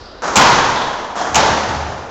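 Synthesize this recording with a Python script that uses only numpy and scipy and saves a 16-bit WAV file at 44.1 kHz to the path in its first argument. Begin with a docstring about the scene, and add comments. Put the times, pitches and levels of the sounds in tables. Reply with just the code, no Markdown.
"""A faint shoe thump and squeak, then two squash shots, heard from a hard-walled court's open back door.
Each racket stroke is followed by a much louder smack on the front wall and a bounce on the floor.
Shoes thump and squeak on sprung boards, over a low wash of hall and air noise.
Everything rings on in the court; the wall hits overload the microphone."""
import sys
import numpy as np
from scipy import signal
from scipy.fft import rfft, irfft, next_fast_len
from scipy.io import wavfile

SR = 44100
rng = np.random.default_rng(int(sys.argv[2]) if len(sys.argv) > 2 else 0)


def int16_out(signal):
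    """Quantize to a 16-bit WAV file."""
    q = np.round(np.clip(np.atleast_2d(signal).T, -1, 1) * 32767)
    wavfile.write(sys.argv[1], SR, q.astype(np.int16))


N = 92610
T = np.arange(N) / SR
FFT_SIZE = 4 * next_fast_len(N // 2 + 1, True)
HZ = np.maximum(np.fft.rfftfreq(FFT_SIZE, 1 / SR), 1)


def undb(db):
    """Decibels to gain."""
    return 10 ** (np.asarray(db) / 20)


def unit(response):
    """Response scaled to unit power."""
    return response / np.sqrt(np.mean(np.abs(response) ** 2))


def colour(points, rolloff_hz=7200):
    """Causal unit-power response through (freq_hz, level_db) points, cut above rolloff_hz."""
    hz, db = np.array(points, float).T
    gain = undb(np.interp(np.log(HZ), np.log(hz), db)) / (1 + (HZ / rolloff_hz) ** 20)
    cepstrum = irfft(np.log(gain), FFT_SIZE)[:FFT_SIZE // 2]
    cepstrum[0] = 0
    return unit(np.exp(rfft(2 * cepstrum, FFT_SIZE)))


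def resonance(hz, width_hz, stages=1):
    """Response of identical damped resonators in series; width_hz is per stage."""
    return unit(1 / (1 + 1j * (HZ ** 2 - hz ** 2) / (HZ * width_hz)) ** stages)


def through(x, response):
    """Filter x by a frequency response."""
    return irfft(rfft(x, FFT_SIZE) * response, FFT_SIZE)[:N]


def lowpass(x, hz):
    """Steep treble cut."""
    return signal.sosfiltfilt(signal.ellip(8, .1, 50, hz, fs=SR, output="sos"), x)


def fade(t60_s):
    """Exponential decay, 60 dB in t60_s."""
    return np.exp(-np.log(1000) * T / t60_s)


def at(start_s, x):
    """Delay x to start_s."""
    return np.concatenate([np.zeros(int(start_s * SR)), x])[:N]


def court(direct_db, onset_db, slap_db):
    """Impulse response: direct click, slap off side walls and ceiling, fluttering tail."""
    # court reverberation: band_hz, t60_s
    decays = [(60, 2.07), (160, 1.41), (450, 2.91), (900, 2.12), (1800, 1.84), (3600, 1.51), (7500, 1.5)]
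    first_echoes_per_s, mixing_s, build_s = 1800, .025, .021
    slap_s, slap_decay_s = .011, .03
    round_trip_s, flutter_db, flutter_decay_s = .0575, 3, .01
    density = np.clip(first_echoes_per_s * (1 + (T / mixing_s) ** 2) / SR, 1e-4, 1)
    chance = rng.uniform(-1, 1, N)
    echoes = np.sign(chance) * (np.abs(chance) < density) / np.sqrt(density)
    echo_spectrum = rfft(echoes, FFT_SIZE // 2)
    band_hz, band_t60_s = np.array(decays).T
    tail = np.zeros(N)
    for selector, t60_s in zip(np.eye(len(decays)), band_t60_s):
        band = np.interp(np.log(HZ[::2]), np.log(band_hz), selector)
        tail += irfft(echo_spectrum * band, FFT_SIZE // 2)[:N] * fade(t60_s)
    build = 1 + (undb(onset_db) - 1) * np.exp(-T / build_s)  # settles as the court fills
    slap = undb(slap_db) * (T > slap_s) * np.exp(-np.abs(T - slap_s) / slap_decay_s)
    flutter = undb(flutter_db * (T > round_trip_s) * np.exp(-(T % round_trip_s) / flutter_decay_s))
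    return tail * (build + slap) * flutter / np.mean(flutter) + undb(direct_db) * (T == 0)


def hall_wash(level_db=-36.5):
    """Slowly fading reverberant wash of the hall."""
    # wash spectrum: freq_hz, level_db
    spectrum = [(25, -9.5), (70, -1.5), (115, -29.5), (250, -12), (480, -9), (800, -13.5), (1400, -13.5),
                (2300, -27.5), (4000, -21), (7000, -41)]
    return undb(level_db) * through(rng.standard_normal(N), colour(spectrum)) * fade(t60_s=15)


def building_air(level_db=-46.5):
    """Steady noise of air in the building."""
    # air spectrum: freq_hz, level_db
    spectrum = [(25, -4.5), (45, 11), (80, -5.5), (160, 2.5), (600, 27.5), (4000, -13)]
    return undb(level_db) * through(rng.standard_normal(N), colour(spectrum))


def boards(rise_s=.008):
    """Low boom of the panels and sprung floor."""
    # board modes: pitch_hz, level_db, t60_s
    modes = [(76.2, 2, 0.85), (131.5, -13.5, 0.86), (210.9, -14.5, 1.17)]
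    boom = sum(undb(db) * np.sin(2 * np.pi * hz * T) * fade(t60_s) for hz, db, t60_s in modes)
    return np.sqrt(2) * boom * (1 - np.exp(-T / rise_s))


def footsteps():
    """Soles thump and set the boards booming."""
    # footfalls: start_s, level_db, boom_db
    steps = [(.0, -45, -1), (0.287, -41.5, -13), (1.289, -40, 5.5), (1.496, -31, 6), (1.685, -27.5, -5),
             (1.764, -32.5, 6), (1.891, -33, -6)]
    # sole thump spectrum: freq_hz, level_db
    sole = [(25, -22.5), (50, -15.5), (75, -2), (130, -1.5), (220, -10), (600, -24.5), (2000, -43),
            (7500, -28)]
    out = np.zeros(N)
    for start_s, level_db, boom_db in steps:
        thump = through(court(direct_db=13.5, onset_db=5, slap_db=-11.5) * fade(t60_s=3.3), colour(sole))
        out += undb(level_db) * at(start_s, thump + undb(boom_db) * boards())
    return out


def shoe_squeaks():
    """Rubber rubs briefly on varnish with a thin whistle, drawn out by the court."""
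    # squeaks: start_s, level_db, pitch_hz, whistle_db
    squeaks = [(.0, -41.5, 4800, -6.5), (.755, -27.5, 3430, -7), (0.759, -33, 3900, -2),
               (1.168, -33, 3290, 11)]
    out = np.zeros(N)
    for start_s, level_db, pitch_hz, whistle_db in squeaks:
        rub = resonance(pitch_hz, width_hz=950, stages=2)
        whistle = undb(whistle_db) * resonance(pitch_hz, width_hz=90)
        echoes = court(direct_db=11, onset_db=-6, slap_db=-22) * fade(t60_s=3.5)
        out += undb(level_db) * at(start_s, through(echoes, unit(rub + whistle)))
    return out


def racket_strokes(pock_lag_s=.018):
    """Racket meets ball: thwack, ring of the strings, hollow pock off the near wall."""
    # strokes: start_s, level_db, ring_hz, ring_db, pock_db
    strokes = [(0.2212, -16, 515, -14, 1), (1.156, -17.5, 716, -7, -10)]
    # thwack spectrum: freq_hz, level_db
    racket = [(40, -41), (120, -17.5), (280, -11.5), (620, -9.5), (850, -6), (1450, -8), (2000, -18.5),
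              (2600, -25), (4000, -25), (7500, -20.5)]
    ball = resonance(hz=890, width_hz=540, stages=2)
    out = np.zeros(N)
    for start_s, level_db, ring_hz, ring_db, pock_db in strokes:
        thwack = through(court(direct_db=13.5, onset_db=-12, slap_db=-29), colour(racket))
        ring = through(court(direct_db=18.5, onset_db=3, slap_db=-18), resonance(ring_hz, width_hz=75))
        pock = at(pock_lag_s, through(rng.standard_normal(N) * fade(t60_s=.043), ball))
        out += undb(level_db) * at(start_s, thwack + undb(ring_db) * ring + undb(pock_db) * pock)
    return out


def wall_hits(thud_rise_s=.016):
    """Ball flattens on the front wall: wall thud, ball pop, bright crack, low boom."""
    # hits: start_s, level_db, pop_hz, pop_db, pop_slap_db, crack_db, boom_db
    hits = [(0.3554, -6, 944, -2, -20, -1, -22), (1.3446, -11, 833, -4.5, 5.5, 0.5, -16)]
    # wall thud spectrum: freq_hz, level_db
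    wall = [(30, -8), (50, -13), (70, -12), (130, 3.5), (165, 0.5), (215, 2), (350, -4.5), (700, 0),
            (1500, 1), (2300, -5.5), (3500, -6), (7500, -10.5)]
    # crack spectrum: freq_hz, level_db
    crack_spectrum = [(300, -44), (1200, -31.5), (2500, 3), (5000, -9.5), (7500, 10)]
    thud_rise = 1 - np.exp(-T / thud_rise_s)  # the thud takes time to fill the court
    out = np.zeros(N)
    for start_s, level_db, pop_hz, pop_db, pop_slap_db, crack_db, boom_db in hits:
        thud = through(court(direct_db=-8, onset_db=2.5, slap_db=-12) * thud_rise, colour(wall))
        ball = resonance(pop_hz, width_hz=388, stages=2)
        pop = through(court(direct_db=16, onset_db=-7, slap_db=pop_slap_db), ball)
        burst = court(direct_db=-11, onset_db=-1, slap_db=2.5) * fade(t60_s=.15)
        crack = through(burst, colour(crack_spectrum))
        smack = thud + undb(pop_db) * pop + undb(crack_db) * crack + undb(boom_db) * boards()
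        out += undb(level_db) * at(start_s, smack)
    return out


def ball_bounces():
    """Ball on floor and side walls: softer, duller pops, nearer the door."""
    # bounces: start_s, level_db, pop_hz
    bounces = [(.761, -32, 907), (1.43, -23.5, 560), (1.482, -26.5, 850), (1.706, -30, 880)]
    out = np.zeros(N)
    for start_s, level_db, pop_hz in bounces:
        ball = resonance(pop_hz, width_hz=582, stages=2)
        pop = through(court(direct_db=29, onset_db=10.5, slap_db=-1), ball)
        out += undb(level_db) * at(start_s, pop)
    return out


def scene():
    """Rally and footwork over the background, mono."""
    background = hall_wash() + building_air()
    rally = racket_strokes() + wall_hits() + ball_bounces()
    footwork = footsteps() + shoe_squeaks()
    return (background + rally + footwork)[None]


def record(dry):
    """Microphone overloads, its narrow channel cuts the treble, remaining peaks clip."""
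    overload, ceiling = .76, .72
    saturated = dry / (1 + (np.abs(dry) / overload) ** 10) ** (1 / 10)
    clipped = np.clip(lowpass(saturated, hz=7800), -ceiling, ceiling)
    return lowpass(clipped, hz=16000)


dry = scene()
out = record(dry)
int16_out(out)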